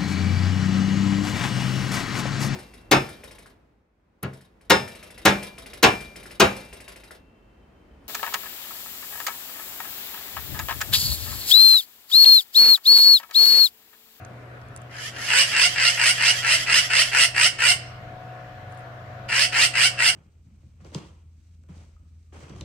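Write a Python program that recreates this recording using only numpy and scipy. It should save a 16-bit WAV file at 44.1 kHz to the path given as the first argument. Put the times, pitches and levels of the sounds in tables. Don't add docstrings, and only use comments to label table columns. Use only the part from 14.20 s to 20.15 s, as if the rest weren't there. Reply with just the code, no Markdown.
import sys
import numpy as np
from scipy import signal
from scipy.fft import rfft, irfft, next_fast_len
from scipy.io import wavfile
from scipy.ndimage import uniform_filter1d

SR = 44100
rng = np.random.default_rng(int(sys.argv[2]) if len(sys.argv) > 2 else 0)


def volts_from_decibels(level):
    exponent = np.asarray(level, float) / 20
    return 10 ** exponent


def store_wav(level_fs):
    pcm = np.round(np.clip(np.atleast_2d(level_fs), -1, 1) * 32767)
    wavfile.write(sys.argv[1], SR, pcm.T.astype(np.int16))


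N = 262395

# start in seconds, length in seconds, level in dB,
# gain from the head turning toward the phone in dB, top pitch in Hz.
NEAR_CALLS = [(1.076, 0.17, -24, -1.5, 618), (1.314, 0.17, -24, -5, 698.6), (1.546, 0.17, -25.5, -6, 702.2),
              (1.766, 0.16, -24.5, -1.5, 709), (1.977, 0.15, -24.5, -5.5, 724.3),
              (2.223, 0.15, -25.5, -3.5, 687), (2.462, 0.15, -24, -4.5, 697),
              (2.690, 0.15, -24, -3.5, 676.6), (2.916, 0.15, -23, -0.9, 690.3),
              (3.146, 0.14, -23.5, -2, 700.3), (3.386, 0.15, -23.5, -1.5, 712),
              (5.084, 0.185, -26, -3.5, 662), (5.322, 0.15, -24, -2.5, 692), (5.536, 0.15, -24, -2, 734),
              (5.776, 0.14, -24, -2, 714.3)]
# start in seconds, level in dB.
FAR_CALLS = [(0.695, -42), (.916, -37.5), (1.135, -36), (1.355, -39), (1.575, -36.5), (1.794, -38.5),
             (2.015, -36), (2.245, -35.5), (2.474, -36), (2.704, -38)]
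# frequency in Hz, width in Hz, level in dB.
WINDPIPE_MODES = [(968, 260, -12), (1393, 372, -10.5), (1960, 770, -3.5)]
# frequency in Hz, width in Hz, level in dB.
NEAR_BEAK_MODES = [(4890, 1560, -3), (8330, 1850, -2.5), (11170, 530, -17), (13300, 5400, -24)]
FAR_BEAK_MODES = [(4870, 1870, -5), (7390, 2800, -6.5), (10440, 1600, -9.5), (13500, 3520, -20)]
# frequency in Hz, left minus right in dB.
PORT_LEVEL = [(60, 0.0), (92, -1.0), (140, -1.0), (210, 1.0), (330, 2.0), (500, 3.0), (770, 4.0),
              (1170, 5.0), (1790, 6.0), (2740, -1.5), (4190, -10.0), (6410, -6.5), (9810, -5.0),
              (15000, -1.5)]
# frequency in Hz, lead of the left in radians.
PORT_PHASE = [(0, 0), (860, 0.5), (3100, -0.5), (5430, 3.0), (6370, 2.0), (10100, 4.6), (12100, 9.6),
              (15500, 22.2), (15800, 19.3)]
# frequency in Hz, reverberation time T60 in seconds.
YARD_T60 = [(500, 0.46), (2000, 0.69), (5000, 0.53), (10000, 0.3)]
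# time in seconds, level in dB.
MACHINE_LOAD = [(0.0, -50.5), (0.11, -44), (1.14, -47), (2.29, -42.5), (2.33, -45.5), (2.7, -43.5),
                (3.07, -48.5), (3.1, -43.5), (3.31, -49), (3.58, -41.5), (3.99, -46), (4.11, -41.5),
                (4.34, -49.5), (4.57, -43.5), (5.82, -43.5), (5.95, -49)]
# middle in seconds, peak in dB, half width in seconds.
SECOND_SWELLS = [(0.028, -48, 0.048), (2.22, -52, .06), (3.2, -51, 0.08), (3.53, -45, 0.053),
                 (3.84, -48.5, .15), (4.46, -46, 0.11), (4.9, -46, 0.13), (5.5, -73, .3)]
# multiple of half the main tone, level in dB, left minus right in dB.
WHINE_PARTIALS = [(5, -13, .4), (8, -10, 2.5), (9, -6, 3), (10, -8, 4), (11, -3, 5), (12, 0, 5),
                  (18, -17, 5), (24, -13, 5), (28, -15, 5)]
# time in seconds, level in dB.
WHINE_BREEZE = [(0, -51), (.3, -61.5), (.9, -55.5), (1.5, -50.5), (3.3, -54.5), (4.2, -49.5), (5.95, -49)]
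# time in seconds, peak in dB, ring frequency in Hz.
TWIG_TICKS = [
    (0.049, -40.5, 6600),
    (0.415, -52, 4940),
    (0.4848, -52, 8240),
    (0.5094, -66, 5530),
    (0.563, -33.5, 8160),
    (0.5744, -42, 7960),
    (0.6174, -46, 8240),
]
# time in seconds, peak in dB.
NEEDLE_TICKS = [(4.4947, -62), (4.5069, -59), (4.5162, -54), (4.5236, -49), (4.5314, -61), (4.5471, -55),
                (4.5745, -50), (4.5856, -54), (4.5925, -50), (4.6064, -56)]
# frequency in Hz, density in dB per Hz.
EARLY_AIR = [(15, -58), (25, -22.5), (70, -42), (94, 2), (123, -16), (175, -17.5), (489, -18), (607, -18),
             (818, -26), (1480, -20), (6210, -49.5), (16000, -53.5)]
LATE_AIR = [(15, -53), (25, -16), (64, -8), (114, -3), (175, -9.5), (373, -16), (734, -12), (796, -17),
            (1480, -12), (2410, -21), (10100, -49.5), (16000, -44)]
# frequency in Hz, correlation as a plain number.
AIR_LIKENESS = [(60, 0.97), (130, 0.98), (290, 0.84), (640, 0.65), (1410, -0.05), (3100, 0.04),
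                (6820, 0.01), (15000, -0.02)]
# frequency in Hz, left minus right in dB.
AIR_BALANCE = [(60, -1), (130, 3.5), (290, 1), (640, 8), (1410, 4.5), (3100, -2.5), (6820, -7), (15000, 3)]

# late swell dB, upper mode Hz, upper mode dB, fourth-partial pull dB, throat sweep dB, branch scatter dB
NEAR_BIRD = (-1.7, 2796, 3.5, -8, -17.5, -0.5)
FAR_BIRD = (3, 3042, -2.5, -9, -26, 3.5)
FAR_LENGTH_S, FAR_TURN_DB, FAR_HZ = .21, -4.5, 645.3
LEAD_IN_S = .006
UPPER_WIDTH_HZ, TUNED_WIDTH_HZ = 577, 400
ATTACK, ATTACK_DB, SWELL_DB, RELEASE, RELEASE_DB = 0.27, -11.5, 4.5, .22, -10
STRETCH_LAG, PITCH, BEAK_SHIFT, THROAT_HZ = 1.15, (.6, 1.04), (.97, 1.06), (2500, 5700)
RATTLE, ROUGH, ROUGH_RELEASE = (.7, .14), (.6, .22), .22
SOFT_START = .6
BEAK_OPEN, THROAT_OPEN = (0.72, 2, -8.5, -5), (.62, 0, -50, -20)
BLOOM_DB = (-3.5, 2.5)
WALL_S = .185
MAIN_HZ, DRIFT_HZ, SECOND_HZ, SECOND_DB = 122, .25, 98.5, -62.5
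WHINE_SHARE = 0.17
NEEDLE_HZ = 8400
EARLY_DB, LATE_DB = -44.5, -43.5


def magpies():
    far_calls = [(s, FAR_LENGTH_S, db, FAR_TURN_DB, FAR_HZ) for s, db in FAR_CALLS]
    both = bird(NEAR_CALLS, (*NEAR_BIRD, NEAR_BEAK_MODES)) + bird(far_calls, (*FAR_BIRD, FAR_BEAK_MODES))
    delayed = np.pad(resonate(both[1], 5600, 600), (round(WALL_S * SR), 0))[:N]
    yard = volts_from_decibels(-22.5) * scatter(both[1], start=0.036, t60_share=1.0)
    return ports(both + yard + volts_from_decibels(-31) * delayed)


def bird(calls, traits):
    out = np.zeros((N, 2))
    for row in calls:
        s, sound = chatter(*row, *traits)
        add(out, s, sound.T)
    return out.T


def chatter(s, length, db, beam_db, top_hz, swell_db, upper_hz, upper_db, tuned_db,
            sweep_db, branch_db, beak_modes):
    leaves = rng.standard_normal((3, 2, 5000))
    n = round(np.clip(length + LEAD_IN_S, .1, .26) * SR)
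    share = np.arange(n) / n
    stretch = np.sin(np.pi / 2 * share ** STRETCH_LAG) ** 2
    starting = np.maximum(1 - share / ATTACK, 0)
    ending = np.maximum(1 - (1 - share) / RELEASE, 0)
    effort_db = ATTACK_DB * starting + SWELL_DB * stretch + RELEASE_DB * ending ** 2

    pitch_hz = top_hz * between(PITCH, stretch)
    rattle = between(RATTLE, stretch) * (1 - SOFT_START * starting)
    rough = between(ROUGH, stretch) + ROUGH_RELEASE * ending
    voiced, breathy, tone = syrinx(pitch_hz, rattle, rough)

    beak = between(BEAK_SHIFT, share ** 2)
    upper_gain = volts_from_decibels(upper_db + between(BLOOM_DB, stretch ** 3))
    pipe = modes(voiced, WINDPIPE_MODES, beak)
    pipe = pipe - upper_gain * resonate(voiced, upper_hz * beak, UPPER_WIDTH_HZ)
    pipe = steadied(pipe + volts_from_decibels(tuned_db) * resonate(voiced, 4 * pitch_hz, TUNED_WIDTH_HZ))

    throat_hz = between(THROAT_HZ, stretch ** 1.6)
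    throat = volts_from_decibels(arch(share, *THROAT_OPEN)) * resonate(breathy, throat_hz, 1100)
    mouth = steadied(modes(breathy, beak_modes, beak, beam_db))
    mouth_gain = volts_from_decibels(arch(share, *BEAK_OPEN) - 4.0) * volts_from_decibels(0.13 * beam_db)
    voice = pipe + evened(throat) * volts_from_decibels(sweep_db) + mouth_gain * mouth + tone
    voice = volts_from_decibels(db + effort_db + swell_db * (share - 1.5)) * voice * signal.windows.tukey(n, .16)
    return s - LEAD_IN_S, branches(voice, leaves, branch_db)


def syrinx(pitch_hz, rattle, rough):
    n = len(pitch_hz)
    noise = rng.standard_normal((4, 12000))
    waver = evened(uniform_filter1d(uniform_filter1d(noise[0], 90), 90))[:n]
    turns = np.cumsum(pitch_hz * (1 + .2 * rough * waver)) / SR
    size = volts_from_decibels(9 * rough * np.clip(noise[1], -2, 1.5)[np.round(turns).astype(int)])
    pulses = sum(np.cos(2 * np.pi * k * turns + .35 * k * k) for k in range(1, 16))
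    pulses = steadied(size * pulses)
    puffs = steadied(size * (0.32 + np.exp(-(turns % 1) / 0.76)) * noise[2, :n])
    beat_waver = evened(uniform_filter1d(noise[3], 500))[:n]
    beat = .5 + np.cumsum(112 * (1 + 0.164 * beat_waver)) / SR
    chop = 1 - rattle * (1 - np.exp(-(beat % 1) / .4)) * 1.15
    chop = uniform_filter1d(chop, size=60) / (1 - 0.38 * rattle)
    voiced = chop * (np.sqrt(1 - rough ** 2) * pulses + rough * puffs)
    breathy = chop * (0.3 * pulses + 1.8 * puffs)
    tone = volts_from_decibels(-10.0 - 36 * rattle) * size * np.sin(2 * np.pi * turns)
    return voiced, breathy, tone


def modes(x, table, shift, beam_db=0):
    out = 0
    for k, (hz, width, db) in enumerate(table):
        gain = (-1) ** k * volts_from_decibels(db + beam_db * (k > 0))
        out = out + gain * resonate(x, hz * shift, width)
    return out


def branches(voice, noise, branch_db):
    t = np.arange(noise.shape[2]) / SR
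    tails = noise * volts_from_decibels(-60 * t / 0.15) * (t > .0006)
    tails *= volts_from_decibels(branch_db) / np.linalg.norm(tails, axis=2, keepdims=True)
    turn_phase = 2 * np.pi * (7 * np.arange(len(voice)) / SR + np.arange(3)[:, None] / 6)
    turns = voice * np.cos(turn_phase) * np.sqrt(2 / 3)
    scattered = signal.fftconvolve(turns[:, None], tails, axes=2).sum(0)
    return scattered + np.pad(voice, (0, len(t) - 1))


def scatter(x, start, t60_share):
    taps = np.zeros((2, SR // 2))
    grid = np.arange(0, SR // 2 - 20, 20)
    at = grid + rng.integers(0, 20, (2, len(grid)))
    np.put_along_axis(taps, at, rng.choice([-1., 1.], at.shape), 1)
    hz, t, z = signal.stft(taps, SR, nperseg=128)
    decay = volts_from_decibels(-60 * t / (t60_share * read(YARD_T60, hz))[:, None])
    tail = signal.istft(z * decay, SR, nperseg=128)[1]
    tail = np.pad(tail, ((0, 0), (round(start * SR), 0))) / np.linalg.norm(tail[0])
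    return signal.fftconvolve(x[None], tail, axes=1)[:, :N]


def ports(pair):
    size = next_fast_len(N)
    hz = np.fft.rfftfreq(size, 1 / SR)
    half = volts_from_decibels(read(PORT_LEVEL, hz) / 2) * np.exp(.5j * np.interp(hz, *np.transpose(PORT_PHASE)))
    return irfft(rfft(pair, size) * [half, 1 / half], size)[:, :N]


def twigs():
    out, t = np.zeros(N), np.arange(600) / SR
    ticks = TWIG_TICKS + [(s, db, NEEDLE_HZ) for s, db in NEEDLE_TICKS]
    for (s, db, hz), puff in zip(ticks, rng.standard_normal((len(ticks), 600))):
        add(out, s, volts_from_decibels(db - 1.0 - 60 * t / 0.015) * evened(resonate(puff, hz, 2800)))
    return ports(out + volts_from_decibels(-17) * scatter(out, start=.002, t60_share=.05))


def machine():
    t = np.arange(N) / SR
    main_db = np.interp(t, *np.transpose(MACHINE_LOAD))
    whine_db = np.interp(t, *np.transpose(WHINE_BREEZE)) + WHINE_SHARE * (main_db - main_db.mean())
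    shaft = np.pi * np.cumsum(MAIN_HZ + DRIFT_HZ * wander(N, samples=6000)) / SR
    out = volts_from_decibels(main_db + 0.4 * wander(N, samples=1500)) * np.sin(2 * shaft)
    swells = sum(volts_from_decibels(db) * np.exp(-((t - s) / half) ** 2) for s, db, half in SECOND_SWELLS)
    second = steadied(resonate(rng.standard_normal(N), SECOND_HZ, 4.77)) / np.sqrt(2)
    out = out + (volts_from_decibels(SECOND_DB) + swells) * second
    out = out * volts_from_decibels([[-.6], [.6]])
    for k, db, lean_db in WHINE_PARTIALS:
        level_db = whine_db + db + 2.2 * wander(N, samples=7000)
        gain = volts_from_decibels(level_db + np.array([[lean_db], [-lean_db]]) / 2)
        out = out + gain * np.sin(k * shaft + 2 * np.pi * rng.random())
    return np.sqrt(2) * out


def air():
    frames, hz = N // 256 + 5, np.fft.rfftfreq(1024, 1 / SR)
    a, b, c, d, patches = rng.standard_normal((frames, 513, 5)).T
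    patches = evened(uniform_filter1d(uniform_filter1d(patches, 10, 0), 14, 1))
    early_db = air_colour(EARLY_AIR, EARLY_DB, hz)
    late_db = air_colour(LATE_AIR, LATE_DB, hz)
    later = np.clip(np.arange(frames) * 256 / SR / 1.7, 0, 1)
    same = np.clip(read(AIR_LIKENESS, hz) + .02 * (hz < 60), -1, 1)[:, None]
    left = a + 1j * b
    z = np.array([left, same * left + np.sqrt(1 - same ** 2) * (c + 1j * d)])
    z *= volts_from_decibels(np.outer(early_db, 1 - later) + np.outer(late_db, later) + 1.5 * patches)
    z *= volts_from_decibels(np.multiply.outer([.5, -.5], read(AIR_BALANCE, hz)))[:, :, None]
    return signal.istft(z, nperseg=1024, noverlap=768)[1][:, :N]


def air_colour(points, level_db, hz):
    shape_db = read(points, hz)
    return level_db + shape_db - 20 * np.log10(np.linalg.norm(volts_from_decibels(shape_db)))


def resonate(x, hz, width):
    turn = np.exp(2j * np.pi * np.cumsum(hz * np.ones(len(x))) / SR)
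    r = np.exp(-np.pi * width / SR)
    return 2 * (turn * signal.lfilter([(1 - r) ** 2], [1, -2 * r, r * r], x / turn)).real


def steadied(x):
    return x / np.sqrt(uniform_filter1d(x ** 2, 1100) + 1e-12)


def evened(x):
    return x / np.sqrt(np.mean(x ** 2) + 1e-20)


def wander(count, samples):
    return evened(uniform_filter1d(uniform_filter1d(rng.standard_normal(count), samples), samples))


def between(ends, share):
    return ends[0] + (ends[1] - ends[0]) * share


def arch(share, top, peak_db, fall_db, floor_db):
    return np.maximum(peak_db + fall_db * 4 * (share - top) ** 2, floor_db)


def read(points, hz):
    f, value = np.transpose(points)
    return np.interp(np.log(hz + 1), np.log(f + 1), value)


def add(mix, s, sound):
    part = mix[round(s * SR):][:len(sound)]
    part += sound[:len(part)]


def scene():
    return magpies() + twigs() + machine() + air()


def roll_off(x):
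    return signal.sosfilt(signal.butter(12, 15840, fs=SR, output="sos"), x)


def record(dry):
    rounded = np.tanh(dry / 1.05) * 1.05
    heard = signal.sosfilt(signal.butter(12, 15400, fs=SR, output="sos"), rounded)
    return roll_off(heard)


dry = scene()
out = record(dry)
store_wav(out)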